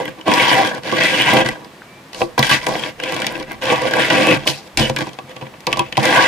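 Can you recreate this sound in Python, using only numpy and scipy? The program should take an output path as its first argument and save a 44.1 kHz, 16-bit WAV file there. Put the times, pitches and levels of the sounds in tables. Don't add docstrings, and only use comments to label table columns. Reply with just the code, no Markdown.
import sys
import numpy as np
from scipy import signal
from scipy.fft import rfft, irfft
from scipy.io import wavfile
from scipy.ndimage import uniform_filter1d

SR = 44100
rng = np.random.default_rng(int(sys.argv[2]) if len(sys.argv) > 2 else 0)


def rack_gain(trim_db):
    fader = np.asarray(trim_db, float)
    return 10 ** (fader / 20)


def persist_wave(psi):
    counts = np.round(np.clip(psi, -1, 1) * 32767).astype(np.int16)
    wavfile.write(sys.argv[1], SR, np.atleast_2d(counts).T)


N = 276507


def rms_one(x):
    return x / np.sqrt(np.mean(x ** 2) + 1e-20)


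def at_hz(points, hz):
    table_hz, value = np.transpose(points)
    return np.interp(np.log(hz), np.log(table_hz), value)


def drift(rate, every=1):
    r = np.exp(-80 * np.pi * rate / SR)
    noise = rng.standard_normal(N // 40 + 2002)
    slow = signal.lfilter([1], [1, -2 * r, r * r], noise)[2000:]
    return np.interp(np.arange(0, N, every) / 40, np.arange(len(slow)), rms_one(slow))


def bandpass(x, low_hz, high_hz):
    return signal.sosfilt(signal.butter(2, [low_hz, high_hz], "band", fs=SR, output="sos"), x)


def register(hz):
    edges_hz = [420, 1300, 3700]
    return np.searchsorted(edges_hz, hz)


def flex_db(s):
    # time in seconds, gain in dB.
    flex = [(0, 2.5), (.3, 2.5), (.75, -3), (1.0, 1.5), (1.45, 2.5), (2.2, -1.5), (2.7, -3), (3.3, -0.5),
            (3.45, 8), (3.7, -4), (3.95, -1), (4.08, 3.5), (4.4, 4), (4.9, 3), (5.3, -3), (5.8, 1.5),
            (6.1, -1), (6.27, -15.5)]
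    return np.interp(s, *np.transpose(flex))


def pressure():
    # time in seconds, level in dB, bright share in dB.
    rolls = [
        [(0.245, -46, -27), (0.255, -28.5, -7), (0.277, -11, -8), (0.439, -10.5, -0.5), (0.45, -15, 4)],
        [(0.45, -11, -1), (0.604, -11.5, -4.5), (0.702, -19.5, -3.5), (0.726, -24.5, -7), (0.78, -22, -8),
         (0.81, -48, -8)],
        [(0.82, -44, -10), (0.832, -31, -5), (0.87, -18, -5.5), (0.912, -20.5, -2.5), (1.054, -12.5, -1),
         (1.12, -15.5, 4)],
        [(1.12, -14.5, -2), (1.228, -13, 3), (1.248, -14.5, -3), (1.316, -10.5, -1.5), (1.33, -8.5, -5.5),
         (1.414, -10.5, -6), (1.44, -20, -10)],
        [(1.44, -27, -20), (1.448, -17, -4.5), (1.468, -20, -2.5), (1.596, -36, -10), (1.636, -37.5, -18),
         (1.65, -46, -1), (1.662, -38, -23), (1.7, -57, -8)],
        [(3.61, -31, -9), (3.622, -23, -2), (3.724, -9.5, -8.5), (3.802, -22.5, -3.5), (3.838, -15, -10),
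         (3.874, -13, -5.5), (3.9, -25.5, -1)],
        [(3.9, -26, -4), (3.914, -23, 0), (3.934, -16, -8), (3.986, -12, -6), (4.0, -11.5, -1),
         (4.078, -18.5, -1.5), (4.1, -19, -3)],
        [(4.1, -7.5, -1), (4.114, -11, -4.5), (4.248, -12, -4.5), (4.314, -8, -6), (4.364, -16.5, -3),
         (4.385, -28.5, -3.5), (4.451, -32.5, -4)],
        [(5.985, -22, -5), (5.997, -20.5, 0), (6.025, -16.5, -9), (6.033, -13, -2.5), (6.185, -8.5, -3.5),
         (6.27, -12.5, 5)],
    ]
    skids = [
        [(2.378, -13, -4), (2.4, -20, 3), (2.424, -23, -3.5), (2.43, -15.5, 14), (2.49, -19.5, 9),
         (2.5, -11.5, 5), (2.534, -10.5, 12), (2.604, -30.5, -1.5), (2.658, -24, -5)],
        [(2.662, -25, 5), (2.666, -14, 0), (2.674, -13, -14.5), (2.82, -25.5, -4), (2.832, -22.5, -3),
         (2.9, -26.5, -4), (2.95, -68, 5)],
        [(4.772, -17, -1), (4.806, -12, -4), (4.893, -25, -2), (4.898, -17.5, -5), (4.918, -35, -1),
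         (4.954, -36, -8), (4.957, -36, -10)],
        [(4.963, -29, 5), (5.023, -20, -6.5), (5.037, -30, -7), (5.085, -32.5, -3.5), (5.109, -46, -5),
         (5.143, -35, -8), (5.16, -49, -14)],
    ]
    shuffles = [
        [(0.0, -12.5, -16.5), (0.05, -32, -4), (0.082, -24.5, -10), (0.12, -41, 7), (0.146, -46, -18),
         (0.194, -34, -8), (0.2, -31, -22)],
        [(2.98, -41, -7), (2.996, -29, -8), (3.056, -21.5, -3), (3.276, -23, -3.5), (3.29, -25, -4),
         (3.41, -26, -7.5), (3.45, -43, 11)],
        [(3.46, -48, 3), (3.47, -37, -7), (3.518, -26.5, -4.5), (3.564, -39, -10), (3.6, -42, -5)],
        [(5.668, -16, -20), (5.721, -25, -7), (5.729, -16, -10), (5.755, -31.5, -4), (5.803, -16, -13),
         (5.845, -38, 7), (5.9, -35, -10)],
        [(5.92, -36, -2), (5.928, -38, -10), (5.94, -46, -11), (5.956, -30, 2), (5.974, -26, -24),
         (5.984, -7, -24)],
    ]
    pops = [
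        [(2.11, -67, -15), (2.142, -33, -11), (2.204, -30.5, -4.5), (2.221, -12.5, -25), (2.236, -28, -14),
         (2.282, -37, -19), (2.34, -45, -21)],
        [(4.452, -37, -5), (4.462, -19, -25), (4.474, -15.5, -2), (4.556, -34.5, -2), (4.648, -44.5, -11),
         (4.66, -39, -12), (4.68, -44, 4)],
    ]
    nudges = [
        [(5.187, -23.5, -4), (5.195, -32, -15), (5.225, -82, 1), (5.273, -46, -11), (5.315, -30.5, -2),
         (5.35, -62, -13)],
        [(5.355, -49, -5), (5.365, -31, 1), (5.395, -52, -24), (5.417, -25, -8), (5.44, -40.5, -11),
         (5.468, -39, 4), (5.507, -61, -25), (5.64, -50, 6)],
    ]
    thud_db, knock_db, clatter_db, snap_db = -9, -0.5, 1, -11
    slide_rasp_db, pop_rasp_db = 4.5, 13
    rasp_follows = 0.77
    t, gain = np.arange(N) / SR, np.zeros((4, N))
    kinds = [(rolls + shuffles + nudges, 0), (pops, pop_rasp_db), (skids, slide_rasp_db)]
    for strokes, rasp_db in kinds:
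        for rows in strokes:
            s, level_db, bright_db = np.transpose(rows)
            bright_db = np.minimum(bright_db, -.7)
            low_db = 10 * np.log10(1 - rack_gain(2 * bright_db))
            on = (t >= s[0]) & (t <= s[-1])
            shares = (thud_db + low_db, knock_db + low_db, clatter_db + bright_db,
                      snap_db + rasp_db + rasp_follows * bright_db)
            gain[:, on] = [rack_gain(np.interp(t[on], s, level_db + share)) for share in shares]
    gain[0] *= rack_gain(flex_db(t))
    return uniform_filter1d(gain, size=66, axis=1)


def grit(per_s, spread_db, bumps_db):
    signs = rng.choice([-1, 1], (3, N))
    sizes = rack_gain(spread_db * np.minimum(rng.exponential(1, (3, N)), 5)) * signs
    clumps = rack_gain(bumps_db * (0.78 * drift(144) + 1.6 * drift(240)))
    hits = rng.random((3, N)) < per_s / SR
    return rms_one(sizes * hits * clumps) + 1e-18


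def contacts():
    # time in seconds, peak in dB, weight in dB, edge in dB.
    landings = [(0.262, -18, -12, -30), (0.281, -1.5, -3, -19), (1.462, -0.5, -10.5, -22),
                (1.488, -3, -16, -13.5), (2.206, -13.5, -2, -16), (2.217, 1.5, -9, -29),
                (2.379, 2, -11, -41), (2.392, -1.5, -4.5, -13.5), (2.427, -4.5, -32, -8),
                (2.468, -8, -22, -8), (2.495, -6, -19, -10), (2.512, -3, -12, -16), (2.667, -0.5, -11, -18),
                (4.469, -10, -19, -30), (4.4744, 2, -16, -11.5), (4.773, -8.5, -23, -1.5),
                (4.797, 0, -11, -14), (4.897, -1, -12, -23), (4.963, -3, -20, -14.5),
                (4.97, -9, -24.5, -28), (4.9872, -2, -16.5, -17), (5.007, -4, -13, -24),
                (5.016, -10, -19, -23), (5.668, -7, -14.5, -6.5), (5.672, -5, -11, -41),
                (5.728, -5, -21.5, -9.5), (5.772, -13.5, -3, -11), (5.793, -1, -13, -15),
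                (5.97, -13.5, -26.5, -4), (5.977, -1.5, -4, -15), (6.03, -8, -9, -11),
                (6.054, -6.5, -7, -6.5)]
    bumps = [(0.316, -2, -17, -21), (0.338, -8, -20, -4.5), (0.529, -20, -46, -27), (0.648, -11, -25, -13),
             (0.674, -18, -19, -4), (1.013, -9, -22, -18), (1.036, -14, -4, -4), (1.098, -21, 2, -29),
             (1.369, -14, -36, -3), (3.701, -16, -36, -35), (3.721, -11, -20, -26), (3.819, -7, -12, -18),
             (3.91, -10, -13, -12), (4.107, -2, -24, -31), (4.181, -7, -18, -20), (4.28, -10, -8, -24),
             (4.312, -2.5, -23.5, -37), (4.357, -9.5, -2, -21), (6.126, 0, -26, -36), (6.161, -8, -28, -20),
             (6.224, -8, -18, -13), (0.853, -32, -16, -20), (0.924, -9, 3, -15), (2.753, -2, -12, -34),
             (2.794, -18.5, -24, -9), (2.836, -10, -23, -21), (3, -17, -25, -13), (3.036, -12.5, -25, -9.5),
             (3.095, -9, -18, -28), (3.123, -9.5, -6.5, -13.5), (3.143, -10, -8, -12),
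             (3.164, -8, -17, -15), (3.201, -17, -6, -7), (3.219, -7.5, -20, -15.5),
             (3.244, -11.5, -28, -21), (3.267, -11, -28, -3.5), (3.354, -13, -22, -36),
             (3.399, -12.5, -18, -18), (3.427, -24, -23, -8), (3.622, -10, -16, -34),
             (3.655, -3.5, -14.5, -22.5), (3.759, -14.5, -30.5, -10), (3.936, -3.5, -20, -14),
             (3.996, 2, -17, -27)]
    touches = [(0.055, -8.5, -14, -29), (0.079, -10.5, -18, -25), (0.211, -23, -19, -14),
               (0.748, -15, -13, -10), (0.834, -17.5, -20, -17), (1.646, -20.5, -12, -16),
               (2.131, -19.5, -15, -10), (2.146, -16, -19, -15), (2.615, -18, -22, -39),
               (2.633, -24, -5, -29), (3.517, -27, -6, -12), (5.069, -15, -3, -18), (5.091, -21, -15, -16),
               (5.132, -28, -17, -7), (5.188, -16, -14, -21), (5.294, -23, -13, -16),
               (5.364, -18.5, -11.5, -19), (5.412, -18.5, -14, -22), (5.423, -19.5, -8.5, -27),
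               (5.467, -19, -13.5, -34), (5.538, -22.5, -12, -34), (5.605, -29, -15, -4.5),
               (5.925, -12, -18, -15)]
    thud_db, knock_db, clatter_db, snap_db = -10.5, 3.5, -8.5, 3.5
    flat_damps, usual_weight_db = 0.9, -13.5
    s, peak_db, weight_db, edge_db = np.transpose(landings + bumps + touches)
    shares = (thud_db + weight_db + flex_db(s),
              knock_db + weight_db - 0.65 * flex_db(s),
              clatter_db - flat_damps * (weight_db - usual_weight_db),
              snap_db + edge_db)
    return s, peak_db, *[peak_db + share for share in shares]


def blows(decay_ms, push_db, rattle_db):
    s, peak_db, *levels = contacts()
    at = (s * SR).astype(int)
    out, jolts = np.zeros((4, 3, N)), rng.standard_normal((3, N))
    for k, level_db in enumerate(levels):
        push = np.zeros(N)
        push[at] = rack_gain(level_db)
        dying = signal.lfilter([1], [1, -np.exp(-1000 / decay_ms[k] / SR)], push)
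        push[at] *= rack_gain(0.42 * peak_db)
        out[k] = rack_gain(push_db[k]) * push + rack_gain(rattle_db[k]) * dying * jolts
    out[0] = signal.lfilter([.07], [1, -.975], out[0])
    return out


def favour_db(hz, place):
    if register(hz) not in (1, 2):
        return 0
    k = register(hz) - 1
    octaves = np.log2(hz / place[k])
    near = np.exp(-(octaves / 0.46) ** 2)
    return (11, 12)[k] * (near - .5)


def deck(force, wander_db):
    # pitch in Hz, width in Hz, level in dB, right minus left in dB, right phase in rad.
    deck_modes = [(142.4, 15, 0.5, 9, 0.75), (215.3, 5, -16, 25.5, 2.5), (314, 48, -11.5, 23, 0),
                  (341.8, 25.5, 15, -13.5, 1.36), (489, 12.3, -8, 15, 1.34), (524.6, 15.3, 9.5, -2, 0.86),
                  (649, 86, -5.5, 6.5, 0.94), (773.5, 33, 3.5, -2, 1.5), (908, 60, -9.5, 11, 0.8),
                  (978.4, 24, 9, 0.5, 1.57), (1095, 22, 5.5, 1, 2.5), (1143.3, 34, 1, 9.5, 4.5),
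                  (1630, 67, 3.5, -2, -1.2), (1977, 108, -6, 1.5, 1.2), (2320, 27, -10, -28, -14),
                  (2600, 144, 1.5, -9.5, -1.5), (2947, 108, -4, 4.5, -0.9), (3130, 24, -10, -29, 7)]
    axle_modes = [(2272, 150, -6.5, -8, 1), (2746, 43, -12.5, 3, -0.85), (3203, 71, 3, -22, 0.45),
                  (3380, 69, -2, 0, -2.4)]
    # time in seconds, low pitch in Hz, high pitch in Hz.
    places = [
        [(0.0, 505, 1820), (0.134, 606, 2200), (0.188, 870, 2250), (0.242, 585, 2520), (0.338, 980, 2230),
         (0.73, 614, 1670), (0.8, 692, 1870)],
        [(0.81, 685, 1760), (1.17, 570, 2200), (1.232, 1030, 2800), (1.284, 940, 1840), (1.384, 666, 2350),
         (1.66, 820, 1610), (1.7, 564, 1830)],
        [(2.1, 697, 2410), (2.12, 840, 2600), (2.278, 510, 1760), (2.49, 1060, 2120), (2.744, 583, 1980),
         (2.812, 786, 2500), (2.97, 590, 1970)],
        [(2.98, 506, 2440), (3.244, 740, 2060), (3.286, 520, 2460), (3.342, 710, 1660), (3.422, 535, 2100),
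         (3.522, 840, 1760), (3.6, 500, 1980)],
        [(3.61, 600, 2030), (3.79, 700, 2150), (3.814, 556, 2000), (4.14, 724, 2170), (4.234, 556, 2280),
         (4.396, 596, 2020), (4.45, 774, 2500)],
        [(4.46, 649, 3000), (4.7, 580, 1880), (4.75, 960, 2470), (4.824, 540, 2710), (4.884, 525, 2250),
         (5.012, 780, 2000), (5.16, 630, 2200)],
        [(5.17, 980, 2440), (5.304, 553, 1850), (5.39, 730, 2430), (5.612, 696, 2110), (5.83, 890, 2470),
         (5.882, 530, 2280), (5.95, 920, 2730)],
        [(5.96, 710, 2560), (6.014, 740, 1920), (6.06, 645, 2100), (6.092, 690, 1730), (6.126, 834, 1690),
         (6.21, 880, 1800), (6.27, 820, 2060)],
    ]
    chatter_db = 1.84
    stiff_ring = 0.32
    every = 32
    out, t = np.zeros((4, 2, N)), np.arange(0, N, every) / SR
    s, *pitches = np.transpose(sum(places, []))
    place = [np.interp(t, s, hz) for hz in pitches]
    for hz, width, level_db, right_db, phase in deck_modes + axle_modes:
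        k = register(hz)
        pole = np.exp((-np.pi * width + 2j * np.pi * hz) / SR)
        coupling_db = level_db + wander_db * drift(8.4, every) + favour_db(hz, place)
        if hz > 1300:
            coupling_db = coupling_db + chatter_db * drift(35, every)
        if 900 < hz < 1250:
            coupling_db = coupling_db - stiff_ring * flex_db(t)
        drive = np.repeat(rack_gain(coupling_db), every)[:N] * force[k, 1:]
        front, rear = signal.lfilter([1 - abs(pole)], [1, -pole], drive)
        turn = rack_gain(right_db) * np.exp(1j * phase)
        out[k, 0] += (front + 0.072 * rear).imag
        out[k, 1] += (turn * (front + .45j * rear)).imag
    return out


def rasp(force):
    # frequency in Hz, level in dB.
    colour = [(80, -41), (140, 3), (300, 8), (1000, -6), (2500, -3), (4200, -12.5), (5400, -20.5),
              (9000, -26.5), (12500, -36.5), (16000, -75)]
    # frequency in Hz, left-right likeness from 0 to 1.
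    likeness = [(100, 0.72), (300, 0.99), (1000, 1), (4000, 0.2), (7000, 0.11), (10000, 1), (14000, 0.65)]
    patchy_db, patches_per_s = 2.0, 24
    out, edges = np.zeros((4, 2, N)), 80.5 * 2 ** np.arange(0, 8.1, .5)
    for k, (low, high) in enumerate(zip(edges, edges[1:])):
        hz = np.sqrt(low * high)
        alike = np.clip(at_hz(likeness, hz), 0, 1)
        train = force[register(hz)]
        patch_db = at_hz(colour, hz) + patchy_db * drift(patches_per_s, 32)
        patches = np.repeat(rack_gain(patch_db), 32)[:N]
        both = patches * (np.sqrt(alike) * train[0] + np.sqrt(1 - alike) * train[1:])
        out[register(hz)] += (-1) ** k * bandpass(both, low, high)
    return out


def cracks():
    # time in seconds, peak in dB.
    clicks = [(0.0912, -20), (1.0345, -13), (1.219, -4), (1.3378, 0), (1.4885, -22), (2.3815, -29),
              (2.3929, 4), (2.4264, -9), (2.4937, -13), (2.6878, -11), (3.122, -13), (3.2675, -9),
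              (3.519, -13.5), (4.1041, -16), (4.475, -7), (4.771, -25), (4.962, -17), (0.055, -15),
              (3.325, -16), (3.531, -20), (3.6373, -14), (6.0556, -19)]
    s, peak_db = np.transpose(clicks)
    click = np.full(N, 1e-18)
    click[(s * SR).astype(int)] = rack_gain(peak_db + 3)
    return signal.sosfilt(signal.butter(2, 8000, "high", fs=SR, output="sos"), click)


def rocking():
    # time in seconds, peak in dB.
    thumps = [(1.456, -10), (2.392, -5), (2.513, -8.5), (4.774, -11.5), (4.8, -4), (4.827, -10),
              (4.899, -6.5), (3.262, -24), (5.24, -25.5), (5.423, -19.5), (5.789, -14.5)]
    bend_hz, twist_hz, t60_s, rock_db = 136, 224.5, 0.21, -9.5
    s, peak_db = np.transpose(thumps)
    push, swing = np.full(N, 1e-18), 0
    push[(s * SR).astype(int)] = rack_gain(peak_db + rock_db)
    r = rack_gain(-60 / (t60_s * SR))
    for hz, ports in ((bend_hz, [[1], [1]]), (twist_hz, [[.7], [.3]])):
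        w = 2 * np.pi * hz / SR
        swing = swing + ports * signal.lfilter([0, np.sin(w)], [1, -2 * r * np.cos(w), r * r], push)
    return bandpass(swing, 80, 320)


def loose_wheel():
    tick_s, tick_hz, tick_t60_s, tick_db = 1.8195, 1540, 0.011, -20
    squeak_s, length_s, squeak_db = 1.825, .21, -48
    squeak_hz, rise_hz, rise_s = 2370, 230, .06
    t = np.arange(N) / SR
    since = np.clip(t - squeak_s, 0, length_s)
    hz = squeak_hz - rise_hz * np.exp(-since / rise_s)
    swell = np.sqrt(np.sin(np.pi * since / length_s) + 1e-9) * (since > 0) * (since < length_s)
    swell = swell * rack_gain(squeak_db + 0.8 * drift(25.0))
    squeak = swell * np.sin(2 * np.pi * np.cumsum(hz) / SR)
    after = np.maximum(t - tick_s, 0)
    fade = rack_gain(tick_db - 60 * after / tick_t60_s) * np.minimum(after / 0.00074, 1)
    return squeak + fade * np.sin(2 * np.pi * tick_hz * after)


def room(x):
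    t60_s, room_db = 0.078, -16
    t = np.arange(SR // 3) / SR
    tail = rng.standard_normal((2, len(t))) * rack_gain(-60 * t / t60_s) * (t > .004)
    tail = signal.lfilter([1], [1, -.8], tail)
    tail = tail / np.sqrt(np.sum(tail ** 2, axis=1, keepdims=True))
    return rack_gain(room_db) * signal.fftconvolve(x, tail, axes=1)[:, :N]


def rumble():
    # time in seconds, level in dB.
    load = [(0.0, -51.5), (0.23, -58), (0.279, -52), (0.75, -65), (1.53, -38), (1.619, -78), (2.09, -78),
            (2.22, -28), (2.32, -49), (2.46, -30), (2.83, -47.5), (4.49, -39), (4.7, -79), (4.79, -19),
            (5.17, -63), (5.59, -72), (5.69, -39), (6.27, -55)]
    shared, left, right = bandpass(rng.standard_normal((3, N)), 22, 90)
    level_db = np.interp(np.arange(N) / SR, *np.transpose(load)) + 2.0 * drift(4.8)
    return rack_gain(level_db - 7.0) * rms_one(shared + 1.1 * np.array([left, right]))


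def hum():
    # frequency in Hz, level in dB per Hz.
    colour = [(15, -55), (25, -17), (138, 4.5), (250, 2), (1140, -2), (1240, -4), (1340, -7), (1760, -4),
              (2500, -7.5), (3460, -10.5), (3960, -12.5), (16200, -29.5)]
    # frequency in Hz, left-right likeness from 0 to 1.
    likeness = [(60, 0.97), (180, 1), (550, 0.91), (1650, 0.4), (4970, 0.37), (15000, 0.91)]
    hz = np.fft.rfftfreq(N, 1 / SR) + 1
    mid, side = rfft(rng.standard_normal((2, N))) * rack_gain(at_hz(colour, hz))
    alike = np.clip(at_hz(likeness, hz), 0, 1)
    pair = np.sqrt(1 + alike) * mid + np.sqrt(1 - alike) * side * [[1], [-1]]
    return rack_gain(-41.5) * rms_one(irfft(pair, N))


def scene():
    rolling = pressure()
    grains = rolling[:, None] * grit(per_s=6000.0, spread_db=3.5, bumps_db=1.0)
    clacks = blows([15.2, 2.85, 2.18, 2.8], push_db=[10.4, 19.0, 3.9, 14.0], rattle_db=[0.3, 3.2, 1.5, 3.5])
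    ringing = deck(grains + clacks, wander_db=3.0)
    ticks = rolling[:, None] * grit(per_s=400.0, spread_db=3.8, bumps_db=2.5)
    parts = rasp(rack_gain(-10.0) * grains + rack_gain(-16.5) * ticks + rack_gain(-14.0) * clacks)
    top_cut = signal.butter(8, 3680, fs=SR, output="sos")
    parts[:3] = signal.sosfilt(top_cut, (parts + ringing)[:3])
    toy = sum(rms_one(part) * np.sqrt(np.mean(gain ** 2)) for part, gain in zip(parts, rolling))
    toy = rack_gain(-0.5) * signal.sosfilt(signal.butter(6, 112, "high", fs=SR, output="sos"), toy)
    toy = signal.lfilter(*signal.iirnotch(1300, 6.0, fs=SR), toy)
    shake = rack_gain(-16.0) * bandpass(clacks[0, 1:], 25, 95)
    return toy + room(toy) + shake + hum() + loose_wheel() + rocking() + cracks() + rumble()


def band_limit(x):
    return signal.sosfilt(signal.butter(12, 16350, fs=SR, output="sos"), x)


def record(dry):
    rounded = 1.05 * np.tanh(dry / 1.05)
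    dull = signal.sosfilt(signal.cheby2(10, 50, 16400, fs=SR, output="sos"), rounded)
    return band_limit(dull)


dry = scene()
out = record(dry)
persist_wave(out)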